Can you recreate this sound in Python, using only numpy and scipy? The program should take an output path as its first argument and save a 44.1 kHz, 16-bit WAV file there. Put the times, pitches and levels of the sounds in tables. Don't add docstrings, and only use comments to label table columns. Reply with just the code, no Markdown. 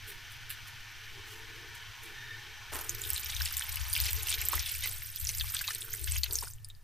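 import sys
import numpy as np
from scipy import signal
from scipy.fft import rfft, irfft, next_fast_len
from scipy.io import wavfile

SR = 44100
rng = np.random.default_rng(int(sys.argv[2]) if len(sys.argv) > 2 else 0)


def dump_mix(stems):
    frames = np.atleast_2d(stems).T
    limited = np.clip(frames, -1, 1)
    pcm = np.round(limited * 32767).astype(np.int16)
    wavfile.write(sys.argv[1], SR, pcm)


N = 301203


def from_db(db):
    return 10 ** (np.asarray(db) / 20)


def rms_one(x):
    return x / np.sqrt(np.mean(x ** 2) + 1e-20)


def in_time(rows):
    s, db = np.transpose(rows)
    return np.interp(np.arange(N) / SR, s, db, left=-120)


def at_hz(points, hz):
    table_hz, db = np.transpose(points)
    return np.interp(np.log(hz), np.log(table_hz), db)


def colour(x, points):
    size = next_fast_len(N)
    hz = np.maximum(np.arange(size // 2 + 1) * SR / size, 1)
    return irfft(rfft(x, size) * from_db(at_hz(points, hz)), size)[:N]


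def filtered(x, order, hz, kind):
    return signal.sosfilt(signal.butter(order, hz, kind, fs=SR, output="sos"), x)


def drift(rate):
    r = np.exp(-80 * np.pi * rate / SR)
    noise = rng.standard_normal(N // 40 + 2002)
    slow = signal.lfilter([1], [1, -2 * r, r * r], noise)[2000:]
    return np.interp(np.arange(N) / 40, np.arange(len(slow)), rms_one(slow))


def ring(clicks, hz, cycles):
    r, w = from_db(-60 * hz / (cycles * SR)), 2 * np.pi * hz / SR
    return signal.lfilter([0, np.sin(w)], [1, -2 * r * np.cos(w), r * r], clicks + 1e-18)


def grains(per_s, spread_db):
    sizes = from_db(spread_db * np.minimum(rng.exponential(1, N), 4.4))
    signs = rng.choice([-1, 1], N)
    return sizes * signs * (rng.random(N) < per_s / SR)


def swells(rows, rise, fall):
    t, shape = np.arange(N) / SR, np.zeros(N)
    for s, peak_db, length in rows:
        u = np.clip((t - s) / length, 0, 12)
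        dying = np.exp(-np.maximum(u - 1, 0) * fall)
        shape += from_db(peak_db) * np.minimum(u / rise, 1) * dying * (u < 12)
    return shape


def hollow(noise, modes):
    out = 0
    for hz, wide, db in modes:
        cycles = 3.73 * hz / wide
        out = out + from_db(db) * rms_one(ring(ring(noise, hz, cycles), hz, cycles))
    return rms_one(out)


def wavering(noise, modes, swing_db, rate):
    return rms_one(sum(from_db(mode[2] + swing_db * drift(rate)) * hollow(noise, [mode])
                       for mode in modes))


def scattered(x, t60):
    t = np.arange(round(np.clip(t60, .005, .25) * SR)) / SR
    tails = rng.standard_normal((4, SR // 4))[:, :len(t)] * from_db(-60 * t / t60)
    return sum(signal.fftconvolve(x * drift(60), tail / np.sqrt(4 * np.sum(tail ** 2)))[:N]
               for tail in tails)


# frequency in Hz, relative level in dB.
SHAKE_TONE = [(25, -25), (45, -12.5), (65, 10), (82, 6.5), (100, -4), (140, -77.5)]
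# frequency in Hz, relative level in dB.
DRONE_TONE = [(20, 3), (40, -7.5), (80, -22.5), (100, 4), (122, -5.5), (150, -19), (250, -40)]
# start in seconds, length in seconds,
# shaking of the left port in dB, rumble at both ports in dB.
BUMPS = [(2.71, 0.062, -42, -66), (2.864, 0.074, -69, -46.5), (3.005, 0.21, -41, -93),
         (3.313, 0.11, -34.5, -85), (3.512, 0.7, -35.5, -92), (4.539, 0.055, -31, -71),
         (4.77, 0.08, -79, -51.5), (5.18, 0.096, -37, -54), (5.325, 0.12, -38.5, -51),
         (5.954, 0.21, -33.5, -61), (6.36, 0.095, -39, -65)]
SHAKE_DB, DRONE_DB = -57, -53.5


def rumble():
    shake, other = (rms_one(colour(n, SHAKE_TONE)) for n in rng.standard_normal((2, N)))
    both, left, right = (rms_one(colour(n, DRONE_TONE)) for n in rng.standard_normal((3, N)))
    shaken, droning = (swells(np.array(BUMPS)[:, [0, k, 1]], rise=0.53, fall=1.85) for k in (2, 3))
    rocking = (from_db(SHAKE_DB) + shaken) * np.array([shake, -.15 * shake + 0.11 * other])
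    drone_level = from_db(DRONE_DB + 2 * drift(13.3)) + droning
    return rocking + drone_level * (both + 0.53 * np.array([left, right]))


# frequency in Hz, width in Hz, relative level in dB.
WHISTLE_MODES = [(1782, 170, 5), (3680, 260, -4)]
# start in seconds, peak level in dB, length in seconds.
WHISTLE_SWELL = [(2.08, -48.5, 0.25)]
WHISTLE_DB = -75


def whistling():
    level = from_db(WHISTLE_DB) + swells(WHISTLE_SWELL, rise=0.63, fall=2.5)
    return level * hollow(rng.standard_normal(N), WHISTLE_MODES)


# frequency in Hz, width in Hz, relative level in dB.
RUB_MODES = [(342.4, 73, -2.5), (395.7, 33, -3.5), (442.4, 77, 0)]
# start in seconds, peak level in dB, length in seconds.
RUBS = [(0.06, -61.5, 0.077), (1.02, -64, 0.4), (1.48, -59.5, 0.16), (2.0, -59, 0.14), (2.2, -67.5, 0.26),
        (2.7, -59.5, 0.34), (3.95, -66, 0.46), (5.65, -64.5, 0.4), (6.275, -56, 0.068)]


def rubbing(heat_db):
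    faint = from_db(-77.0 + 0.23 * (heat_db - heat_db[0]))
    level = faint + swells(RUBS, rise=0.4, fall=3.4)
    return level * wavering(rng.standard_normal(N), RUB_MODES, swing_db=2.5, rate=9)


# frequency in Hz, relative level in dB.
SIZZLE_TONE = [(150, -19.5), (250, -13), (560, -28), (1250, -13.5), (1450, -1.5), (3100, -1.5), (4860, -8),
               (5900, -8), (7200, -16.5), (11500, -23), (13400, -15), (14800, -23.5), (15600, -30)]
# frequency in Hz, width in Hz, relative level in dB.
PAN_MODES = [(1510, 220, 5), (1770, 300, 8), (2290, 350, 6), (3100, 600, 5), (5900, 470, -3)]
# frequency in Hz, width in Hz, relative level in dB.
BODY_MODES = [(702, 70, -0.5), (838.5, 110, 8), (942, 120, 10), (1089, 160, 9), (1240, 240, 10.5)]
# time in seconds, level in dB.
BODY_LEVEL = [(0, -65), (4.58, -58.5), (4.68, -76), (5.35, -73), (5.6, -69), (6.45, -80)]
# time in seconds, level in dB.
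HEAT = [(0.0, -51), (4.55, -50), (5.21, -58), (5.7, -52.5), (6.4, -69), (6.83, -81)]


def sizzle(heat_db):
    bursts = rms_one(grains(9000, spread_db=1.0)) + 0.52 * rng.standard_normal(N)
    singing = wavering(np.roll(bursts, N // 2), PAN_MODES, swing_db=1.5, rate=9)
    hiss = rms_one(colour(bursts, SIZZLE_TONE)) + from_db(-3.5) * singing
    body_level = from_db(in_time(BODY_LEVEL) + drift(6))
    body = body_level * wavering(rng.standard_normal(N), BODY_MODES, swing_db=2, rate=6.3)
    return from_db(heat_db + 0.41 * drift(41)) * hiss + body


# start in seconds, treble peak in dB, middle peak in dB,
# length in seconds.
SPITS = [(0.063, -42.5, -46.5, 0.026), (0.301, -51, -60, 0.018), (0.491, -37.5, -40, 0.016),
         (0.666, -49.5, -62, 0.015), (1.247, -53, -77, 0.066), (1.74, -51.5, -68, 0.017),
         (2.016, -50.5, -62, 0.03)]
# frequency in Hz, relative level in dB.
SPIT_TONE = [(880, -24), (1500, 7), (3120, 12), (4420, 13.5), (12400, 8.5)]
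SPIT_SPLIT_HZ = 6000


def spits():
    crackle = rms_one(colour(grains(5000 * from_db(1.6 * drift(75)), spread_db=4.0), SPIT_TONE))
    out = 0
    for column, kind in ((1, "high"), (2, "low")):
        level = swells(np.array(SPITS)[:, [0, column, 3]], rise=0.61, fall=0.76)
        out = out + level * rms_one(filtered(crackle, 2, SPIT_SPLIT_HZ, kind))
    return out


# start in seconds, peak level in dB, length in seconds.
GULPS = [(2.72, -38.5, 0.028), (4.525, -43, 0.016), (4.85, -53, 0.025), (6.29, -55, 0.031),
         (6.425, -49.5, 0.011)]
# frequency in Hz, relative level in dB.
GULP_TONE = [(150, -3), (350, 14), (600, 9.5), (900, 4), (1300, 14), (1800, 12), (4000, 3.5)]
GULP_RING_DB = -5


def gulps():
    slaps = grains(1200, spread_db=4.0)
    sound = rms_one(colour(slaps, GULP_TONE)) + from_db(GULP_RING_DB) * hollow(slaps, BODY_MODES)
    return swells(GULPS, rise=0.063, fall=0.52) * sound


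SPATTERS_PER_S, SPATTER_S, SPATTER_DB = 90, 0.0022, 9


def spatter(clicks):
    return signal.lfilter([1], [1, -np.exp(-1 / (SPATTER_S * SR))], np.abs(clicks) + 1e-18)


# frequency in Hz, relative level in dB.
FIZZ_TONE = [(2940, -17), (5000, -1), (7230, 0), (9250, 2.5), (11600, -1), (13400, 9), (15100, -3),
             (16200, -37)]
# lower edge in Hz, upper edge in Hz.
SPRAY_BANDS = [(1500, 4000), (4000, 7000), (7000, 11500), (11500, 17000)]
DROP_SPRAY_DB = -26


def spray(level):
    fizz = rms_one(colour(grains(3000 * from_db(1.6 * drift(30)), spread_db=-3.5), FIZZ_TONE))
    s, strength_db, _ = np.transpose(PLIPS)
    thrown = np.zeros(N)
    thrown[(s * SR).astype(int)] = from_db(strength_db + DROP_SPRAY_DB)
    shared, out = grains(SPATTERS_PER_S, spread_db=1.0), 0
    for edges in SPRAY_BANDS:
        own = grains(SPATTERS_PER_S * 0.45, spread_db=1.5)
        flares = from_db(SPATTER_DB) * spatter(shared * (rng.random(N) < .4) + own)
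        out = out + filtered(fizz, 2, edges, "band") * (level * (1 + flares) + spatter(thrown))
    return out


# time in seconds, level in dB.
FLOW = [(2.7, -87), (2.73, -48), (2.85, -52), (3.15, -46), (3.5, -45.5), (3.85, -47.5), (4.1, -47.5),
        (4.56, -44.5), (5.15, -49), (5.6, -45), (5.9, -49), (6.16, -44), (6.21, -49), (6.3, -55),
        (6.47, -48.5), (6.6, -75), (6.83, -82)]
# frequency in Hz, level in dB.
DROP_PITCHES = [(500, -43), (1050, -15), (2100, -1), (3440, 14), (5500, 7), (9220, -0.5), (13300, 4),
                (16000, -2)]
# frequency in Hz, relative level in dB.
TICK_TONE = [(900, -43.5), (2000, 11), (6000, 10), (12000, -19)]
# start in seconds, drops peak in dB, spray peak in dB,
# length in seconds.
SPLASHES = [(3.88, -48, -46.5, 0.2), (4.255, -46.5, -45, 0.061), (4.812, -46, -58, 0.045),
            (5.223, -51.5, -45.5, 0.069), (5.67, -47.5, -66, 0.059), (6.229, -42.5, -77, 0.033),
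            (6.282, -77, -42.5, 0.096)]
DROPS_AT_DB, DROPS_DB, DROPS_FOLLOW = -46, -52, 3.23


def stream(flow_db):
    clicks = grains(550 * from_db(6 * drift(30)), spread_db=2.5)
    pitches, dealt = np.geomspace(900, 14000, 56), rng.integers(0, 56, N)
    rings = sum(from_db(at_hz(DROP_PITCHES, hz)) * hz * ring(clicks * (dealt == k), hz, cycles=22)
                for k, hz in enumerate(pitches))
    ticks = rms_one(colour(clicks, TICK_TONE))
    drops_splash, spray_splash = (swells(np.array(SPLASHES)[:, [0, k, 3]], rise=0.68, fall=2.8)
                                  for k in (1, 2))
    drops_level = from_db(DROPS_DB + DROPS_FOLLOW * (flow_db - DROPS_AT_DB)) + drops_splash
    return drops_level * (rms_one(rings) + ticks) + spray(from_db(flow_db) + spray_splash)


# start in seconds, strength in dB, pitch of the bubble in Hz.
PLIPS = [(2.894, -16, 6660), (2.9483, -25, 13300), (3.0176, -22.5, 7060), (3.038, -29, 3730),
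         (3.049, -23, 3660), (3.103, -12.5, 14400), (3.1331, -16, 12700), (3.145, -21, 7850),
         (3.162, -19, 3980), (3.179, -21, 3900), (3.26, -23, 5600), (3.302, -24, 4300),
         (3.333, -24.5, 2300), (3.349, -21.5, 5940), (3.365, -19.5, 3700), (3.394, -33, 6150),
         (3.409, -22.5, 1600), (3.4192, -18, 5300), (3.457, -18, 5000), (3.461, -20.5, 2980),
         (3.475, -23, 4020), (3.511, -25.5, 1500), (3.569, -16, 14000), (3.595, -16.5, 8650),
         (3.61, -23.5, 1700), (3.622, -18.5, 3460), (3.77, -21.5, 2730), (3.7578, -17, 13400),
         (3.9302, -12.5, 8900), (3.952, -17, 3250), (3.964, -13, 2680), (3.977, -21, 3020),
         (4.0015, -17.5, 4370), (4.0382, -21, 4970), (4.0658, -20.5, 5060), (4.107, -21, 13600),
         (4.1316, -16, 13600), (4.232, -19, 13000), (4.2855, -18.5, 3020), (4.3267, -11.5, 3620),
         (4.341, -14, 3930), (4.377, -25, 2110), (4.415, -17.5, 12700), (4.419, -23.5, 2290),
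         (4.457, -19, 13400), (4.486, -9.5, 12900), (4.532, -15.5, 1110), (4.54, -20, 7800),
         (4.5533, -14, 13600), (4.579, -21.5, 1910), (4.594, -16.5, 5430), (4.661, -20.5, 3500),
         (4.752, -21.5, 2500), (4.808, -22, 13800), (4.858, -21.5, 1990), (4.882, -30, 3300),
         (5.021, -27.5, 2000), (5.071, -28.5, 8800), (5.171, -28, 3420), (5.212, -27, 8200),
         (5.2505, -19, 6860), (5.271, -15.5, 5740), (5.2914, -11.5, 6100), (5.384, -20, 7300),
         (5.398, -18.5, 4600), (5.41, -18.5, 3480), (5.441, -34, 1050), (5.408, -30, 1680),
         (5.505, -39, 1340), (5.537, -33, 1360), (5.551, -26.5, 1500), (5.591, -20, 4500),
         (5.547, -18.5, 8000), (5.5673, -16, 3520), (5.611, -28, 1570), (5.641, -23.5, 2630),
         (5.6782, -15.5, 4240), (5.683, -30, 1120), (5.706, -19.5, 1690), (5.7486, -19.5, 8200),
         (5.82, -21, 3600), (5.845, -38, 1500), (5.881, -37, 1420), (5.932, -22.5, 6530),
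         (5.939, -27, 1990), (6.043, -18, 8080), (6.072, -30, 1570), (6.121, -12.5, 7980),
         (6.167, -19.5, 6500), (6.234, -8.5, 4420), (6.242, -14, 13500), (6.2583, -36.5, 1710),
         (6.3098, -25, 4500), (6.3328, -14, 7900), (6.3553, -10.5, 6400), (6.387, -15.5, 5300),
         (6.4241, -34, 980), (6.452, -31, 5200), (6.472, -37, 1340), (6.51, -36, 6200),
         (6.5356, -30.5, 7400), (6.584, -44, 3000), (6.6463, -27, 9140), (6.687, -33, 14200),
         (6.701, -35.5, 3700), (6.75, -42.5, 4700)]
# pitch in Hz, cycles to die by 60 dB,
# upward bend of the pitch (a factor per cycle), share of the crack.
BUBBLE_SIZES = [(1500, 14, 0.012, .45), (2600, 17, 0.002, 0.6), (12000, 40, 0, .6)]
TWIN_DB = -10.5


def plips():
    out, t = np.zeros(N + 1200), np.arange(1200) / SR
    crack = np.diff(np.exp(-(t * 26000 - 2.5) ** 2), n=2, prepend=[0, 0])
    size_hz, *laws = np.transpose(BUBBLE_SIZES)
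    all_ratios = rng.uniform([1.12, 1.45], [1.4, 1.9], (len(PLIPS), 2))
    for (s, strength_db, hz), ratios in zip(PLIPS, all_ratios):
        cycles_long, glide, crack_share = (np.interp(hz, size_hz, law) for law in laws)
        twins_hz = hz * ratios if hz < 8000 else hz / ratios
        cycles = np.outer([hz, *twins_hz], t)
        tones = np.sin(2 * np.pi * cycles * (1 + glide * cycles))
        bubbles = tones * from_db(-60 * cycles / cycles_long) * np.minimum(cycles / 1.54, 1)
        bubble = bubbles[0] + from_db(TWIN_DB) * (bubbles[1] + bubbles[2])
        start = round(s * SR)
        out[start:start + len(t)] += from_db(strength_db) * (bubble + crack_share * crack)
    return out[:N]


PAN_T60_S, PAN_DULL_HZ = .048, 7300


def water_in_pan():
    water = stream(in_time(FLOW)) + plips()
    echoes = signal.lfilter(*signal.butter(1, PAN_DULL_HZ, fs=SR), scattered(water, PAN_T60_S))
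    return filtered(water + echoes, 4, 650, "high")


# frequency in Hz, side minus middle in dB.
APART = [(200, -7), (380, -14), (850, -18), (1300, -31), (2800, -30), (4600, -14.5), (8120, -7),
         (15000, -3.5)]
# frequency in Hz, left minus right in dB.
LEAN = [(1500, 0.1), (4400, 1.2), (8000, .3), (15000, -4.5)]


def ports(mid):
    side = colour(scattered(mid, t60=0.0035), APART)
    left, right = np.array(LEAN) * [1, .5], np.array(LEAN) * [1, -.5]
    return np.array([colour(mid + side, left), colour(mid - side, right)])


def scene():
    heat_db = in_time(HEAT)
    background = whistling() + rubbing(heat_db)
    fat = sizzle(heat_db) + spits()
    return ports(background + fat + gulps() + water_in_pan()) + rumble()


def record(dry):
    return signal.sosfilt(signal.cheby2(12, 70, 16400, fs=SR, output="sos"), dry)


dry = scene()
out = record(dry)
dump_mix(out)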